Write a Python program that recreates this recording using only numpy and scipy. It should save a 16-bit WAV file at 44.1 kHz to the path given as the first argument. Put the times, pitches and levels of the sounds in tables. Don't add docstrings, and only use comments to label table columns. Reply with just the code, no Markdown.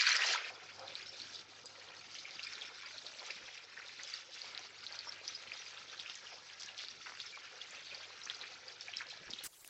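import sys
import numpy as np
from scipy import signal
from scipy.fft import rfft, irfft, next_fast_len
from scipy.io import wavfile
from scipy.ndimage import uniform_filter1d, map_coordinates

SR = 44100
rng = np.random.default_rng(int(sys.argv[2]) if len(sys.argv) > 2 else 0)


def put_to_file(sound):
    columns = np.atleast_2d(sound).T
    safe = np.clip(columns, -1, 1)
    whole_steps = np.round(safe * 32767)
    wavfile.write(sys.argv[1], SR, whole_steps.astype(np.int16))


N = 427329

# peak_s, peak_db, pitch_hz, width_cycles, splash_db
DROPS = [(0.003, -25, 2320, 5.7, -51), (0.01, -20.5, 4630, 4, -39), (0.0191, -16.5, 4830, 3.6, -39),
         (0.046, -33, 4020, 3, -46), (0.068, -23.5, 2380, 6, -44), (0.0687, -22, 4460, 7.4, -40.5),
         (0.092, -21.5, 5960, 3.9, -32.5), (0.1089, -27, 2070, 7.3, -35.5), (0.118, -24.5, 4140, 10.5, -40),
         (0.129, -21.5, 5780, 9.2, -41), (0.1536, -26, 1860, 3.3, -37.5), (0.1664, -19.5, 5100, 6.6, -52),
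         (0.2214, -22, 2200, 2.2, -38), (0.2353, -27, 2000, 3.6, -36.5), (0.236, -27, 2950, 8.3, -41),
         (0.246, -31, 900, 3.3, -45), (0.2678, -28, 5380, 13, -34.5), (0.3049, -28, 3100, 4.1, -39),
         (0.311, -35, 730, 3.7, -53), (0.3383, -26, 1580, 2.3, -44), (0.3514, -28.5, 940, 4.9, -58),
         (0.3594, -28, 1340, 4.1, -50), (0.3783, -34.5, 2130, 10, -50), (0.447, -31.5, 2550, 5.1, -43),
         (0.505, -41.5, 790, 3.3, -51.5), (0.795, -37, 4970, 3, -62), (0.8494, -49, 726, 4.6, -57),
         (0.881, -36.5, 3830, 4.1, -50.5), (0.9545, -28, 3900, 3.2, -54), (1.0, -42, 1950, 4, -55),
         (1.085, -49, 4300, 4, -59), (1.2013, -32.5, 4180, 2.9, -49), (1.218, -34.5, 4270, 6.1, -53),
         (1.357, -36.5, 3820, 7.3, -54), (1.361, -37, 4960, 6.4, -61), (1.6585, -32.5, 7100, 2, -57),
         (1.888, -42, 3170, 2.6, -64), (2.146, -40, 5740, 6.5, -51), (2.158, -41, 2900, 3, -48),
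         (2.187, -35.5, 4020, 5.4, -62), (2.2547, -39, 2300, 6.2, -52), (2.309, -34, 4500, 2.4, -62),
         (2.3949, -31.5, 2720, 3.7, -52), (2.432, -31.5, 4700, 3.4, -55), (2.4374, -35, 4250, 7.9, -49),
         (2.4487, -35, 4900, 7.6, -61), (2.47, -40, 2380, 11, -58), (2.471, -36, 4820, 7.5, -67),
         (2.5346, -32.5, 4500, 3, -60), (2.555, -35, 3900, 4.3, -54), (2.62, -30.5, 3380, 3, -44.5),
         (2.8346, -47, 1300, 3.0, -57), (2.862, -40.5, 4700, 9.2, -64), (2.9825, -36, 4220, 6.2, -53),
         (3.066, -30.5, 4080, 3.4, -48.5), (3.139, -44, 2780, 4, -62), (3.22, -50, 920, 2.3, -60),
         (3.27, -47, 4300, 4, -44), (3.3055, -29, 2460, 3.7, -50), (3.308, -29, 4600, 3.3, -55.5),
         (3.548, -43, 4430, 3, -49.5), (3.578, -38, 2600, 4, -57), (3.7767, -36, 1770, 5.6, -48),
         (3.9983, -37.5, 1840, 2.9, -54), (4.0346, -32.5, 6400, 4.5, -60), (4.1397, -31.5, 4580, 13, -45.5),
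         (4.157, -46, 3680, 7.9, -46), (4.335, -46, 4460, 4, -46.5), (4.379, -42, 2400, 4, -57),
         (4.418, -31, 4470, 5, -55), (4.4453, -48, 870, 3.3, -57), (4.5495, -31.5, 3980, 2.8, -62),
         (4.5772, -25.5, 4030, 1.7, -61), (4.5928, -48, 760, 5, -56), (4.594, -36.5, 5740, 5.4, -61),
         (4.84, -38, 4600, 4, -49.5), (4.8666, -26.5, 4000, 4.5, -64), (4.9252, -35.5, 4480, 5.8, -49),
         (4.9906, -27.5, 4520, 3.3, -60), (5.0091, -37, 4360, 5.9, -66), (5.073, -38, 1000, 2.4, -53),
         (5.123, -31, 4240, 3.1, -52), (5.215, -48, 533, 1.6, -68), (5.2796, -25, 4960, 4.4, -58),
         (5.475, -42, 2940, 4, -54), (5.5196, -30.5, 2400, 3.3, -60), (5.62, -40, 2700, 3.6, -55),
         (5.665, -39, 2400, 4, -56), (5.775, -40, 3540, 4, -56), (5.899, -38, 3800, 4.8, -48.5),
         (5.998, -29.5, 3850, 3.2, -45), (6.0616, -34.5, 2500, 5, -49), (6.0985, -27.5, 3660, 1.2, -46.5),
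         (6.155, -36, 6600, 6.1, -52), (6.27, -40, 2960, 4, -60), (6.3248, -51, 716, 5.1, -55),
         (6.5, -40.5, 3020, 2.5, -61), (6.606, -41, 5630, 3, -42), (6.69, -41, 2800, 5, -53),
         (6.7795, -30.5, 4480, 1.8, -48), (6.795, -40, 4200, 8.7, -43), (6.8205, -40, 4840, 4.4, -64),
         (6.848, -32.5, 3980, 2.6, -59), (6.885, -30.5, 4340, 3.2, -57), (7.014, -39.5, 2700, 2.2, -63),
         (7.069, -39, 1500, 1.5, -46), (7.202, -26.5, 3800, 2.5, -51), (7.375, -38.5, 1060, 1.25, -64),
         (7.616, -32.5, 3420, 6.4, -51), (7.709, -39, 6900, 6.1, -61), (7.77, -38, 2670, 2.5, -51),
         (7.852, -46, 3970, 3, -44.5), (7.914, -41, 2630, 4.5, -50), (7.9478, -31.5, 4630, 5.3, -54),
         (8.1049, -46.5, 985, 5.1, -59), (8.217, -36.5, 3855, 5.6, -62), (8.2368, -36.5, 5430, 9, -49),
         (8.2566, -31.5, 5840, 5.4, -58), (8.273, -40, 1900, 2, -50), (8.2997, -22.5, 3500, 3.1, -50),
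         (8.347, -37, 4640, 5, -47.5), (8.414, -32.5, 3920, 5.4, -48), (8.4215, -36, 3800, 4, -60),
         (8.4402, -32.5, 2200, 1.3, -51), (8.683, -37, 4730, 10, -58), (8.8105, -32.5, 5200, 4.1, -47.5),
         (8.8836, -36, 2370, 4.3, -57), (8.892, -49, 740, 3.7, -76), (8.9378, -32.5, 2880, 3, -47.5),
         (8.9705, -25, 5090, 4.5, -43), (9.0091, -36, 1590, 2.9, -48.5), (9.017, -37, 2210, 3, -57),
         (9.069, -40, 4300, 3, -57), (9.09, -39, 4670, 4, -60), (9.107, -40, 4030, 4, -46),
         (9.13, -51, 850, 3.5, -59), (9.293, -46, 840, 1.9, -56), (9.306, -29.5, 5200, 3.9, -45.5),
         (9.336, -26, 3920, 3.3, -51), (9.389, -40, 3750, 18, -47.5)]


def amp(db):
    return 10 ** (np.asarray(db) / 20)


def unit(x):
    return x / np.sqrt(np.mean(x ** 2) + 1e-20)


def curves(rows):
    times, *columns = np.transpose(rows)
    return [np.interp(np.arange(N) / SR, times, column) for column in columns]


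def wobble(rate):
    points = rng.standard_normal(int(N * rate / SR) + 4)
    return map_coordinates(points, [np.arange(N) * rate / SR])


def filtered(x, response):
    size = next_fast_len(N + 8192)
    return irfft(rfft(x, size) * response(np.fft.rfftfreq(size, 1 / SR)), size)[..., :N]


def noise(spectrum, patchy_db):
    grid = signal.stft(rng.standard_normal(N), nperseg=256)[2]
    patches = uniform_filter1d(rng.standard_normal(grid.shape), size=5, axis=0)
    patches = uniform_filter1d(patches, size=7, axis=1)
    patchy = signal.istft(grid * amp(patchy_db * unit(patches)), nperseg=256)[1][:N]
    band_hz, db = np.transpose(spectrum)
    return unit(filtered(patchy, lambda hz: amp(np.interp(np.log(hz + 1), np.log(band_hz), db))))


def bubbles(peak_s, gain, hz, cycles, rise, size, swell=0.3, fade=0.42):
    lead = size // 4
    u = (np.arange(size) - lead) / SR * (hz / cycles)[:, None]
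    shape = np.where(u < 0, amp(-6 * (u / swell) ** 2), amp(-6 * (np.abs(u) / fade) ** 1.1))
    phase = 2 * np.pi * cycles[:, None] * (u + rise * u * np.abs(u) / 2)
    wave = gain[:, None] * shape * np.sin(phase)
    at = np.round(peak_s * SR).astype(int)[:, None] + np.arange(size)
    return np.bincount(at.ravel(), wave.ravel(), N + 2 * size)[lead:][:N]


def stones(x, fade_s, echo_db, count=24):
    t = np.arange(SR // 10) / SR
    tails = rng.standard_normal((count, len(t))) * amp(-60 * t / fade_s)
    parts = np.pad(x, (0, -N % count)).reshape(count, -1)
    echoes = signal.fftconvolve(parts, tails / np.linalg.norm(tails, axis=1)[:, None], axes=1)
    at = np.arange(count)[:, None] * parts.shape[1] + np.arange(echoes.shape[1])
    return x + amp(echo_db) * np.bincount(at.ravel(), echoes.ravel())[:N]


def pump():
    # time_s, level_db
    loudness = [(0.0, -90), (0.13, -105), (0.5, -80.5), (0.8, -74), (1.7, -77), (3.0, -80), (3.5, -82),
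                (4.4, -80.5), (4.9, -78), (5.3, -79.5), (7.4, -80.5), (8.2, -79.5), (9.0, -79.5),
                (9.47, -76)]
    # pitch_hz, relative_db
    tones = [(100, 0.5), (150, -4.5)]
    # frequency_hz, relative_db
    rumble_tone = [(12, -52), (20, -16), (48, -16), (91, -9.5), (193, -6.5), (279, -4.5), (420, -2),
                   (550, -30), (920, -120)]
    level_db, = curves(loudness)
    t = np.arange(N) / SR
    hum = np.zeros(N)
    for hz, db in tones:
        gain = amp(db + 1.3 * wobble(4.9) + 2.2 * wobble(40))
        hum += gain * np.sin(2 * np.pi * hz * t + .3 * wobble(6.5))
    rumble = amp(4.5 + 1.3 * wobble(7)) * noise(rumble_tone, patchy_db=3.0)
    return amp(level_db) * (hum + rumble)


def close_air():
    # time_s, level_db
    loudness = [(9.43, -48.5), (9.468, -46.5), (9.48, -62.5), (9.642, -61.5), (9.648, -52.5),
                (9.654, -59.5), (9.69, -55)]
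    # frequency_hz, relative_db
    hiss_tone = [(15, -30), (25, -3), (94, -10), (153, -5), (242, -16), (300, -7), (773, -8.5), (5120, -6),
                 (7890, -4), (15900, -11.5)]
    # start_s, level_db, pitch_hz
    rustles = [(9.44, -41, 7600), (9.613, -55, 7700), (9.628, -52.5, 9900), (9.647, -40, 2680),
               (9.677, -38.5, 9600)]
    level_db, = curves(loudness)
    out = amp(level_db + 2.1 * wobble(60)) * noise(hiss_tone, patchy_db=-3.5)
    t = np.arange(SR // 50) / SR
    for start_s, db, hz in rustles:
        crackle = np.diff(rng.standard_normal(len(t) + 1)) / 2 + np.sin(2 * np.pi * hz * t)
        burst = amp(db - 60 * t / 0.0053) * crackle
        start = round(start_s * SR)
        out[start:][:len(t)] += burst[:N - start]
    return out


def wings():
    # peak_s, peak_db, pitch_hz
    beats = [(3.316, -64, 315), (3.365, -62, 194), (3.415, -60, 330), (3.44, -67, 45), (9.216, -60, 148),
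             (9.274, -60, 53.8), (9.297, -50.5, 318), (9.336, -53, 218), (9.385, -72, 310),
             (9.437, -65, 203), (9.456, -68, 35.0)]
    # frequency_hz, relative_db
    feather_tone = [(20, -8), (60, -3), (300, 3), (500, -4), (1000, -62)]
    puff_db, puff_s = -8.5, 0.013
    peak_s, db, hz = np.transpose(beats)
    t = np.arange(N) / SR
    pushes = bubbles(peak_s, amp(db), hz, cycles=0.39 + hz * 0.0061, rise=0, size=8000)
    puffs = sum(amp(level + puff_db) * np.exp(-((t - at) / puff_s) ** 2) for at, level in zip(peak_s, db))
    return pushes + puffs * noise(feather_tone, patchy_db=3.5)


def peeps():
    # middle_s, level_db, pitch_hz, length_s, glide_hz
    notes = [(0.376, -49, 2100, .014, 101), (0.972, -51, 4600, 0.038, -5), (1.092, -50, 5360, 0.022, 102),
             (1.145, -48, 2390, 0.0087, 0), (1.665, -52, 4830, 0.021, 89), (5.087, -43.5, 5380, 0.032, 150),
             (5.287, -47.5, 5970, 0.024, 10), (5.358, -43, 5040, 0.02, 120), (5.596, -55, 5840, 0.044, 3),
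             (5.672, -54.5, 4820, 0.024, -1), (6.781, -57, 5760, 0.017, 6), (7.215, -52, 4740, 0.016, -8),
             (7.268, -54, 5230, 0.023, -2), (7.348, -50.5, 2380, 0.047, 0), (7.922, -54, 2500, 0.026, -3),
             (9.224, -60.5, 527, 0.041, 59), (9.398, -51, 4190, 0.019, 397)]
    out = np.zeros(N)
    for middle_s, db, hz, length_s, glide_hz in notes:
        u = np.linspace(-1, 1, round(2 * length_s * SR))
        waver_hz = 90 * unit(uniform_filter1d(rng.standard_normal(len(u)), size=90))
        phase = 2 * np.pi * np.cumsum(hz + glide_hz * u + waver_hz) / SR
        out[round((middle_s - length_s) * SR):][:len(u)] += amp(db) * np.exp(-(2 * u) ** 4) * np.sin(phase)
    out *= amp(3.3 * wobble(300))
    return stones(out, fade_s=0.032, echo_db=-2.5)


def spray(small_db):
    # frequency_hz, relative_db
    spray_tone = [(4500, -40), (6000, -6.5), (7200, -3), (8200, -9), (8600, -60.5)]
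    return amp(uniform_filter1d(small_db, size=3000) - 19) * noise(spray_tone, patchy_db=7.0)


def spatter(small_db):
    when, strength, pitch = rng.random((int(220 * N / SR), 3)).T
    gain = amp(np.minimum(-4.5 * np.log(strength + 1e-9), 11))
    ticks = bubbles(when * N / SR, gain, 1800 + 3500 * pitch, np.full(len(when), 1.1), rise=0, size=200)
    level_db = np.minimum(small_db + 2, -48)
    return amp(level_db) * stones(ticks, fade_s=0.016, echo_db=-3.5)


def splash_power(hz):
    rise_s, fade_s, stir_db = 0.028, 0.27, -3.6
    lead_s = 0.0047
    peak_s, _, pitch_hz, _, splash_db = np.transpose(DROPS)
    nearness = np.exp(-(np.log(pitch_hz / hz) / 0.71) ** 2)
    starts = np.round(np.maximum(peak_s - lead_s, 0) * SR).astype(int)
    kicks = np.bincount(starts, nearness * amp(splash_db + stir_db) ** 2, N)
    t = np.arange(SR // 4) / SR
    shape = (1 - np.exp(-t / rise_s)) * amp(-60 * t / fade_s)
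    return np.abs(signal.fftconvolve(kicks, shape ** 2)[:N])


def patter(hz, spread, rate, extra_cycles, swarm_db, spectrum):
    when, strength, ring, tuning = rng.random((int(rate * N / SR), 4)).T
    pitch_hz = hz * np.exp(spread * (2 * tuning - 1))
    band_hz, db = np.transpose(spectrum)
    tone_db = np.interp(np.log(pitch_hz), np.log(band_hz), db)
    gain = amp(np.minimum(-5.5 * np.log(strength + 1e-9), 14) + tone_db)
    cycles = 1.87 + extra_cycles * ring ** 4
    swarm = bubbles(when * N / SR, gain, pitch_hz, cycles, rise=.05, size=int(40 * SR / hz))
    swarm = amp(swarm_db) * unit(stones(swarm, fade_s=0.05, echo_db=-1.5))
    wash = noise(spectrum, patchy_db=3.0)
    return unit((swarm + wash) * amp(1.93 * wobble(45)))


def trickle():
    # time_s, large_db, middle_db, small_db
    flow = [(0.0, -80, -33, -41), (0.03, -73, -34.5, -35), (0.058, -69, -39, -41),
            (0.075, -69, -32.5, -32.5), (0.12, -65, -34.5, -40), (0.14, -59, -38, -45),
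            (0.156, -58, -34, -30.5), (0.18, -52, -42, -43), (0.215, -51.5, -37.5, -36),
            (0.24, -51, -42, -34.5), (0.258, -60, -49, -38.5), (0.29, -44, -35.5, -36),
            (0.35, -52, -40.5, -39.5), (0.41, -61, -45.5, -52), (0.56, -62, -57, -57.5),
            (0.86, -56.5, -58, -57.5), (1.02, -67, -56, -56.5), (1.39, -63, -62, -53),
            (1.46, -66.5, -64, -64.5), (1.6, -61.5, -63, -55.5), (1.64, -63, -67, -59.5),
            (1.8, -62.5, -60.5, -59.5), (1.9, -59.5, -57.5, -59), (2.16, -67, -62.5, -55.5),
            (2.22, -67.5, -62.5, -55.5), (2.6, -65.5, -52, -54.5), (2.72, -62, -59, -59),
            (2.8, -66, -53, -57), (3.0, -66, -64.5, -55), (3.28, -60, -54, -53), (3.7, -65.5, -60, -60.5),
            (4.1, -66, -55, -53.5), (4.28, -68.5, -60.5, -56.5), (4.45, -62.5, -52, -54.5),
            (4.7, -66, -58, -59), (5.4, -64.5, -56, -53.5), (5.9, -66, -59, -59), (6.22, -65.5, -58, -55),
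            (6.55, -66, -57, -59), (7.0, -65.5, -60.5, -57.5), (7.36, -69.5, -58, -55.5),
            (7.5, -67.5, -57.5, -59), (7.76, -66.5, -57.5, -55.5), (7.84, -74, -56.5, -59),
            (7.9, -65, -56, -55), (8.75, -65.5, -59, -58.5), (9.47, -69, -60.5, -60)]
    # pitch_hz, log_pitch_spread, bubbles_per_s, extra_cycles, swarm_db
    sizes = [(749, 0.55, 500, 3.5, -2), (2170, 0.52, 700, 5.7, 0), (4574, 0.344, 1000, 15, 1)]
    # frequency_hz, relative_db
    large = [(150, -44.5), (250, -19), (537, -0.5), (619, -7.5), (741, -2), (1140, -5.5), (1380, 0.5),
             (1500, -12), (1950, -24.5), (3300, -120)]
    middle = [(590, -43), (1000, -16.5), (1380, -2), (1940, -1.5), (2360, 2), (2780, -1.5), (3600, -10.5),
              (4680, -15.5), (7920, -120)]
    small = [(1710, -48), (2900, -1), (4810, 3.5), (5840, 0), (6750, -6.5), (7700, -24), (8080, -30),
             (8300, -36.5), (10800, -57), (18300, -120)]
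    ebb_db = 0.64 * wobble(16)
    levels_db = []
    for db, size in zip(curves(flow), sizes):
        flow_power = amp(db + ebb_db + 0.88 * wobble(11)) ** 2
        levels_db.append(10 * np.log10(flow_power + splash_power(hz=size[0])))
    bubbling = sum(amp(db) * patter(*size, tone)
                   for db, size, tone in zip(levels_db, sizes, (large, middle, small)))
    return bubbling + spray(levels_db[2]) + spatter(levels_db[2])


def bubble_clusters(count):
    lead_s, mean_delay_s = .008, .027
    peak_s, _, hz, _, splash_db = np.transpose(DROPS)[:, :, None]
    draw = rng.random((len(DROPS), 2, count))
    scatter = rng.standard_normal((len(DROPS), 2, count))
    at_s = np.clip(peak_s - lead_s - mean_delay_s * np.log(draw[:, 0] + 0.0011), 0, N / SR)
    pitch_hz = hz * np.exp(.22 * scatter[:, 0])
    top_hz = np.maximum(hz, 5900)
    pitch_hz = np.minimum(pitch_hz, top_hz * top_hz / pitch_hz)
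    ring = np.sqrt(np.minimum(pitch_hz / 2170, 1))
    gain = amp(splash_db + 1 + 3.05 * scatter[:, 1]) * ring
    cycles = (1.7 + 3 * draw[:, 1] ** 3) * ring
    return bubbles(at_s.ravel(), gain.ravel(), pitch_hz.ravel(), cycles.ravel(), rise=0.025, size=1200)


def drops():
    peak_s, db, hz, cycles, _ = np.transpose(DROPS)
    snaps = bubbles(peak_s - .0006, amp(db - 12.5), hz, cycles=np.full(len(hz), .8), rise=0, size=200)
    plinks = bubbles(peak_s, amp(db), hz, np.clip(cycles, 1.2, 18), rise=0.016, size=2400, swell=0.4)
    return stones(snaps + plinks + bubble_clusters(count=28), fade_s=0.053, echo_db=-4.0)


def scene():
    water_low_hz, pond_top_hz, cut_s = 284, 7997, 9.435
    t = np.arange(N) / SR
    water = filtered(trickle() + drops() + peeps(), lambda hz: 1 / (1 + (water_low_hz / (hz + 1)) ** 8))
    pond = filtered(water + pump(), lambda hz: 1 / (1 + (hz / pond_top_hz) ** 150))
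    pond_on = np.clip((cut_s + 0.036 - t) / 0.0069, 0, 1)
    air_on = np.clip((t - cut_s) / 0.0033, 0, 1)
    mono = pond * pond_on + wings() + close_air() * air_on + amp(-100) * rng.standard_normal(N)
    return np.array([mono, mono])


def record(dry):
    return filtered(dry, lambda hz: hz < 16075)


dry = scene()
out = record(dry)
put_to_file(out)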